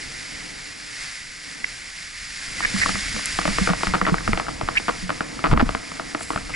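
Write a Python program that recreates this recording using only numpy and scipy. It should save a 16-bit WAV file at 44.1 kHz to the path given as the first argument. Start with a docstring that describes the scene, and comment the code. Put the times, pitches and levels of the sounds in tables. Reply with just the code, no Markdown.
"""A paraglider wing is pulled up off the grass into a light wind, heard from a camera worn by the pilot.
First, air buffets the microphone openings (the ports), and the nylon hisses and crinkles as it fills.
From 2.6 s the pilot moves and straps jostle the camera: its plastic case knocks and creaks, its mount
thumps, straps squeak and metal links clink. The hardest bumps come near 5.5 s, and a limiter turns
the sound down under them. Last, just after 6 s, a sleeve brushes past."""
import sys
import numpy as np
from scipy.fft import rfft, irfft, next_fast_len
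from scipy.io import wavfile
from scipy.ndimage import uniform_filter1d, minimum_filter1d, map_coordinates

SR = 44100
rng = np.random.default_rng(int(sys.argv[2]) if len(sys.argv) > 2 else 0)


def output_pcm(signal):
    """Save a mono or channel-first signal as 16-bit PCM at the path in sys.argv[1].

    Samples are clipped to [-1, 1] before scaling.
    """
    pcm = np.clip(np.atleast_2d(signal).T, -1, 1) * 32767
    wavfile.write(sys.argv[1], SR, np.round(pcm).astype(np.int16))


N = 288855


def amp(db):
    """Turn decibels into a number to multiply by."""
    return 10 ** (np.asarray(db) / 20)


def unit(x):
    """Scale a signal so its average strength (rms) is 1."""
    return x / np.sqrt(np.mean(x ** 2) + 1e-20)


def along(points, hz):
    """Read between (Hz, value) points on a log frequency scale."""
    f, v = np.transpose(points)
    return np.interp(np.log(hz + 1), np.log(f + 1), v)


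def curve(rows):
    """Join (seconds, value) points with straight lines, one value per sample."""
    times, values = np.transpose(rows)
    return np.interp(np.arange(N) / SR, times, values)


def wobble(rate):
    """A smooth random curve through `rate` points a second."""
    points = rng.standard_normal(int(N * rate / SR) + 4)
    return map_coordinates(points, [np.arange(N) * rate / SR])


def filtered(x, response):
    """Multiply each frequency in x by response(hz)."""
    m = next_fast_len(N + SR // 2)
    return irfft(rfft(x, m) * response(np.fft.rfftfreq(m, 1 / SR)), m)[..., :N]


def add(track, s, sound):
    """Mix a sound into the track, starting at s seconds."""
    part = track[:, round(s * SR):][:, :sound.shape[1]]
    part += sound[:, :part.shape[1]]


def ring(hz, t60, pan_db, lead, attack, size=SR // 5):
    """One ringing tone as the two ports hear it; it fades by 60 dB in t60 seconds."""
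    t, side = np.arange(size) / SR, np.array([[.5], [-.5]])
    fade = np.exp(-np.log(1000) * t / t60) * (1 - np.exp(-t / attack))
    return amp(side * pan_db) * fade * np.sin(2 * np.pi * hz * t - side * lead)


def crinkle(rate, spread_db):
    """Tiny snaps of unequal size at random moments, about `rate` a second."""
    snaps = (rng.random((2, N)) < rate / SR) * rng.standard_normal((2, N))
    return unit(snaps * amp(spread_db * rng.standard_normal((2, N))))


# How the two ports differ. Each row: frequency in Hz, left over right in dB, right's lead in radians.
PORTS = [(30, 2, 0), (130, -2, .1), (200, -3, 1), (300, -1, 2.4), (430, 0, 2.4), (700, 3, 1.4),
         (1200, 1, .8), (1650, 1, .7), (2080, -4, .8), (2700, 0, .45), (11000, -.5, .35)]
def spread(pair, spectrum, alike):
    """Shape the tone of two unrelated signals and blend them into the left and right ports."""
    def colour(hz):
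        turn = np.arccos(np.clip(along(alike, hz), -1, 1)) / 2
        return amp(along(spectrum, hz)) * np.array([np.cos(turn), np.sin(turn)])

    def ports(hz):
        at, pan_db, lead = np.transpose(PORTS)
        side = np.array([[.5], [-.5]])
        gain = amp(side * along(np.c_[at, pan_db], hz))
        return gain * np.exp(-1j * side * along(np.c_[at, lead], hz))

    mid, side = filtered(pair, colour)
    return unit(filtered(np.array([mid + side, mid - side]), ports))


# The breeze over the field. Each row: time in seconds, relative level in dB.
BREEZE = [(0.0, -48), (1.88, -54.5), (2.9, -42.5), (3.19, -47), (3.76, -41.5), (4.45, -43), (6.55, -45.5)]
# Its tone. Each row: frequency in Hz, relative level in dB.
BREEZE_TONE = [(30, -22), (120, -5), (220, -5.5), (300, 2), (400, -10.5), (470, -5), (560, -12), (900, -13),
               (1300, -16.5), (2500, -50.5)]
def breeze(gain_db=3):
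    """Air moves over the open field in a faint, low murmur."""
    level_db = curve(BREEZE) + gain_db + 2.46 * wobble(4.113)
    return amp(level_db) * spread(rng.standard_normal((2, N)), BREEZE_TONE, [(300, 0.96), (900, 0.17)])


def stirred_air(gain_db=-20.5, rise_s=.02, fall_s=0.077):
    """Each bump in THUMPS swings the camera through the air: the flow swells and dies away."""
    t, power = np.arange(N) / SR, 0
    for s, _, _, push_db in THUMPS:
        fade = np.maximum((s - t) / rise_s, (t - s) / fall_s)
        power = power + amp(2 * push_db) * np.exp(-2 * fade)
    return amp(gain_db) * np.sqrt(power)


# Wind on the ports. Each row: time in seconds, relative level in dB.
GUSTS = [(0.0, -52.5), (0.95, -57.5), (2.53, -51), (2.81, -35.5), (3.19, -46.5), (3.54, -35), (4.51, -43),
         (4.8, -47.5), (5.49, -47), (5.62, -37), (5.76, -55), (6.55, -45)]
# Its rumble. Each row: frequency in Hz, relative level in dB.
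BUFFET_TONE = [(10, -12), (32, 0), (55, -7), (110, -13), (180, -14), (260, -21), (400, -32), (1200, -55)]
# Its stereo width. Each row: frequency in Hz, how alike left and right are (1 is most alike).
BUFFET_ALIKE = [(60, .92), (130, .75), (280, .6)]
def buffeting(gain_db=3.5):
    """Swirls of air press on the ports in uneven lumps."""
    lumps = amp(3 * wobble(12))
    flow = np.hypot(amp(curve(GUSTS) + gain_db), stirred_air())
    return flow * lumps * spread(rng.standard_normal((2, N)), BUFFET_TONE, BUFFET_ALIKE)


# The wing's sliding nylon. Each row: time in seconds, relative level in dB.
WING = [(0.0, -36.5), (0.03, -38), (0.85, -42), (1.02, -36), (1.27, -42), (2.16, -40), (2.72, -33.5),
        (2.83, -28.5), (3.1, -33.5), (3.67, -31.5), (3.74, -38), (3.87, -34.5), (4.04, -41), (4.3, -38),
        (4.62, -42.5), (4.77, -39), (5.25, -41.5)]
# Its hiss. Each row: frequency in Hz, relative level in dB.
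NYLON_TONE = [(500, -18), (1050, -13), (1550, -3.5), (2080, 2.5), (2500, -4), (3050, -8), (4000, -7.5),
              (5050, -2.5), (6300, -10.5), (7300, -8), (8750, -15), (9700, -11), (11000, -20)]
# The stereo width of cloth. Each row: frequency in Hz, how alike left and right are.
CLOTH_ALIKE = [(600, 0.1), (1200, 0.55), (2300, 0.95), (3500, 0.91), (6000, 0.95), (11000, 0.89)]
def nylon(gain_db=4.5):
    """Sliding cloth hisses, and countless small creases snap in it."""
    cloth = rng.standard_normal((2, N)) + 0.52 * crinkle(rate=1500, spread_db=1.0)
    level_db = curve(WING) + gain_db + 0.85 * wobble(25)
    return amp(level_db) * spread(cloth, NYLON_TONE, CLOTH_ALIKE)


# A sleeve brushing past. Each row: time in seconds, level in dB.
BRUSH = [(6.12, -67), (6.19, -44), (6.235, -34), (6.27, -41), (6.33, -43), (6.42, -51), (6.5, -75)]
# Its hiss. Each row: frequency in Hz, relative level in dB.
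SLEEVE_TONE = [(2000, -30), (5500, -12), (7500, 24), (8800, 14), (10500, 13.5)]
def sleeve():
    """Smooth cloth slides close by in a soft, high swish."""
    level_db = curve(BRUSH) + 2.5 * wobble(50)
    return amp(level_db) * spread(rng.standard_normal((2, N)), SLEEVE_TONE, CLOTH_ALIKE)


# Metal links touching. Each row: start in seconds, peak level in dB.
CLINKS = [(3.2576, -5), (6.206, -25), (6.232, -19), (6.329, -25)]
# The tones of a link. Each row: pitch in Hz, ring time in seconds, relative level in dB.
METAL_TONES = [(4800, .008, -7), (7300, .004, 0), (8600, .003, -3), (10100, .004, 1)]
def clinks():
    """Small metal links on the wing's straps tick against each other and ring briefly."""
    track = np.zeros((2, N))
    for s, db in CLINKS:
        sound = 0
        for hz, t60, tone_db in METAL_TONES:
            gain = amp(tone_db + rng.normal(0, 1))
            pitch = hz * rng.normal(1, 0.066)
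            sound = sound + gain * ring(pitch, t60, pan_db=3, lead=0.24, attack=.0001)
        add(track, s, amp(db) * sound / np.abs(sound).max())
    return track


# Strap squeaks. Each row: start in seconds, length in seconds, pitch in Hz, peak level in dB,
# left over right in dB, right's lead in radians.
SQUEAKS = [(1.643, .003, 2000, -8, -4, -2), (2.626, 0.019, 1880, -12.5, -6, -2),
           (2.649, 0.006, 1960, -5.5, -3, -2), (2.815, 0.024, 1910, -5.5, -5, -2),
           (4.051, .006, 1900, -11, -2, 1.7), (4.183, .005, 1810, -13.5, -1, 1.5),
           (4.754, 0.021, 1820, -16.5, 1, -1.7), (4.77, 0.013, 2410, -5, -4, -2),
           (6.538, .02, 2080, -17, 0.5, 0.4)]
def squeaks(slips_per_s=450, jitter=0.25, t60=.008, detune=.05):
    """A tight strap sticks and slips at an uneven rate, and each slip rings one high tone."""
    track = np.zeros((2, N))
    for s, length, hz, db, pan_db, lead in SQUEAKS:
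        gaps, sizes, shifts = rng.standard_normal((3, 32))
        times = np.cumsum(np.exp(jitter * gaps)) / slips_per_s
        times = times - times[0]
        burst = np.zeros((2, SR // 10))
        for at, size, shift in zip(times[times < length], sizes, shifts):
            slip = ring(hz * (1 + detune * shift), t60, pan_db, lead, attack=.0004, size=SR // 20)
            add(burst, at, amp(2 * size) * slip)
        add(track, s, amp(db) * burst / np.abs(burst).max())
    return track


# Straps scraping on the mount. Each row: frequency in Hz, relative level in dB.
SCRAPE_TONE = [(60, -10), (200, 2), (310, 10), (390, -5), (470, 8), (540, -11.5), (660, 3.5), (800, -5.5),
               (1250, -0.5), (2100, -10.5), (3200, -20), (8000, -65)]
def rubbing(contacts, gain_db=-18, brisk_s=0.033, settle_s=0.34, settle_db=-20):
    """After each contact the strap creeps over the mount in tiny slips, briskly, then faintly."""
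    t, power = np.arange(SR // 2) / SR, np.zeros((1, N))
    creep = np.exp(-t / brisk_s) + amp(settle_db) * np.exp(-t / settle_s)
    for s, db, _ in contacts:
        add(power, s, (amp(db) * creep[None]) ** 2)
    scrape = spread(crinkle(rate=2500, spread_db=0.5), SCRAPE_TONE, [(500, 0.98)])
    return amp(gain_db) * np.sqrt(power) * scrape


# Soft bumps on the mount. Each row: start in seconds, ring level in dB, pitch in Hz, air push in dB.
THUMPS = [(2.741, -10, 194, -28), (2.891, -20, 184, -30), (2.948, -23, 201, -18), (3.142, -25, 220, -21),
          (3.479, -14, 201, -24), (3.613, -5.5, 189, -17), (3.7, -4, 175.5, -30), (3.875, -21, 186, -17),
          (4.019, -15, 186, -22), (4.121, -2, 174, -18), (4.285, -10, 214, -13), (4.333, -24, 178, -11),
          (4.634, -36, 270, -15), (5.027, -20.5, 182, -22.5), (5.531, 7.5, 160, 6.5), (5.546, -3.5, 220, 0),
          (5.626, 9, 240, -4.5), (6.36, -30, 270, -19)]
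def thumps(push_s=0.0024, overtone_db=-9, sway_db=-5, damping_per_db=0.0541):
    """A soft bump pushes air into each port, rings the mount and sways the camera."""
    track, t = np.zeros((2, N)), np.arange(SR // 5) / SR
    sway = ring(32, .2, pan_db=2.5, lead=.3, attack=.01)
    for s, ring_db, hz, push_db in THUMPS:
        t60 = 0.067 * np.exp(-damping_per_db * ring_db)  # harder bumps squeeze the mount and damp it
        u = t / (push_s * np.exp(.35 * rng.standard_normal((2, 1))))
        push = 2 * u * (2 - u) * np.exp(-u) * (1 - np.exp(-2 * u))  # a swell, then a slower rebound
        mount = ring(hz, t60, pan_db=-3.5, lead=1.5, attack=.006)
        overtone = ring(rng.normal(315, 20), t60 / 2, pan_db=-1, lead=2.5, attack=.004)
        ringing = amp(ring_db) * (mount + amp(overtone_db) * overtone)
        add(track, s, ringing + amp(push_db) * (push + amp(sway_db) * sway))
    return track


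def faint_ticks(count=18, from_s=2.6, db=-23, bright_hz=1540):
    """Light touches land on the case at random while the pilot moves. Gives rows like KNOCKS."""
    times = from_s + (N / SR - from_s) * (np.arange(count) + rng.random(count)) / count
    return [(s, db + size, bright_hz) for s, size in zip(times, rng.standard_normal(count))]


# Creaks of the case. Each row: start in seconds, length in seconds, relative level in dB.
CREAKS = [(3.69, .019, -15), (3.937, .021, -10), (4.066, .034, -12.5), (4.483, .013, -19.5),
          (4.882, .018, -12), (5.441, .031, -9), (5.513, .018, -15.5), (5.596, .018, -8.5),
          (6.494, .013, -26.5)]
def creak_slips(gap_s=.0055, jitter=0.18, fade_db_per_s=148, bright_hz=1260):
    """A creak is a quick run of slips that weaken as the strain lets go. Gives rows like KNOCKS."""
    slips = []
    for s, length, db in CREAKS:
        gaps, sizes = rng.standard_normal((2, 12))
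        times = np.r_[0, np.cumsum(gap_s * np.exp(jitter * gaps))]
        for t, size in zip(times[times < length], sizes):
            slips.append((s + t, db - fade_db_per_s * t + 0.5 * size, bright_hz))
    return slips


# The tones of the plastic case. Each row: pitch in Hz, ring time in seconds, relative level in dB,
# left over right in dB, right's lead in radians.
CASE_TONES = [(175, 0.068, -16.5, -1, 0.18), (307.3, 0.059, -15, -3, 1.54), (479, 0.098, -20.5, 0, 1.75),
              (631, 0.034, -12.5, 3, 1.56), (860, 0.0081, -4.5, 4, 1.16), (1170, 0.011, -2.5, 1.5, 0.89),
              (1350, 0.0069, -0.5, 2.5, 0.37), (1837, 0.022, -16, -6.5, 1.4), (2030, 0.0071, -6, -2, 0.7),
              (2920, 0.0013, 5.5, 3.5, 0.84), (4760, 0.0073, -22, -14, .2)]
def case_ring(bright_hz, focus_db=6, focus_octaves=0.74, scatter_db=3, detune=.035):
    """One contact rings all the tones of the case, with a boost for those near bright_hz."""
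    sound, sign = 0, 1
    for hz, t60, db, pan_db, lead in CASE_TONES:
        size, shift, place = rng.standard_normal(3)
        boost_db = focus_db * np.exp(-(np.log2(hz / bright_hz) / focus_octaves) ** 2)
        pitch = hz * (1 + detune * shift)
        tone = ring(pitch, t60, pan_db, lead + .35 * place, attack=.0003, size=SR // 20)
        sound = sound + sign * amp(db + boost_db + scatter_db * size) * tone
        sign = -sign  # neighbouring tones swing opposite ways, so the ring takes a cycle to build
    start = sound[:, :int(.004 * SR)]  # the first 4 ms set the level
    return sound / np.sqrt(np.mean(start ** 2))


# Single knocks of the case. Each row: start in seconds, relative level in dB, brightness in Hz.
KNOCKS = [(2.605, -18, 1190), (2.86, -10.5, 1550), (2.892, -14, 1670), (2.955, -20.5, 1500),
          (3.163, -21, 1470), (3.388, -9.5, 1200), (3.454, -10.5, 1300), (3.477, -12, 1800),
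          (3.584, -9.5, 1390), (3.674, -9.5, 1380), (3.734, -12.5, 1260), (3.833, -11, 1290),
          (3.87, -13.5, 1750), (4.014, -8, 1250), (4.142, -10.5, 1270), (4.277, -10, 1780),
          (4.332, -9, 1220), (4.375, -14.5, 1730), (4.398, -11.5, 1310), (4.612, -15, 1360),
          (4.687, -11, 1200), (5.093, -15, 1380), (5.103, -12.5, 1450), (5.207, -11.5, 1560),
          (5.536, -3, 700), (5.575, -6, 1300), (5.691, -13.5, 1340), (5.749, -11.5, 1170),
          (5.997, -17.5, 960), (6.148, -12, 1500), (6.304, -13, 1100), (6.36, -14, 1380),
          (6.376, -18, 1360)]
def knocks(contacts, gain_db=-4.5, rebound_s=.0024, rebound_db=-12):
    """The case slips sharply in its mount and chatters once as it settles."""
    track = np.zeros((2, N))
    for s, db, bright_hz in contacts:
        delay, size = rng.standard_normal(2)
        add(track, s, amp(db + gain_db) * case_ring(bright_hz))
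        rebound = amp(db + gain_db + rebound_db + 2 * size) * case_ring(bright_hz)
        add(track, s + rebound_s * np.exp(0.27 * delay), rebound)
    return track


def scene():
    """Wing and wind, with the jostled camera close by."""
    around = nylon() + buffeting() + breeze() + thumps() + squeaks() + clinks() + sleeve()
    contacts = list(KNOCKS) + faint_ticks() + creak_slips()
    return around + rubbing(contacts) + knocks(contacts)


def limiter(x, ceiling_db=-4, hold_s=0.0244):
    """The volume dips at any peak above the ceiling and soon comes back."""
    needed = np.minimum(1, amp(ceiling_db) / (np.abs(x).max(axis=0) + 1e-9))
    size = 2 * int(hold_s * SR / 2) + 1
    held = minimum_filter1d(needed, size, origin=size // 2)
    return x * uniform_filter1d(held, size=44)


def record(dry):
    """The camera limits its peaks and cuts off the highest treble."""
    return filtered(limiter(dry), lambda hz: hz < 11150)


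dry = scene()
out = record(dry)
output_pcm(out)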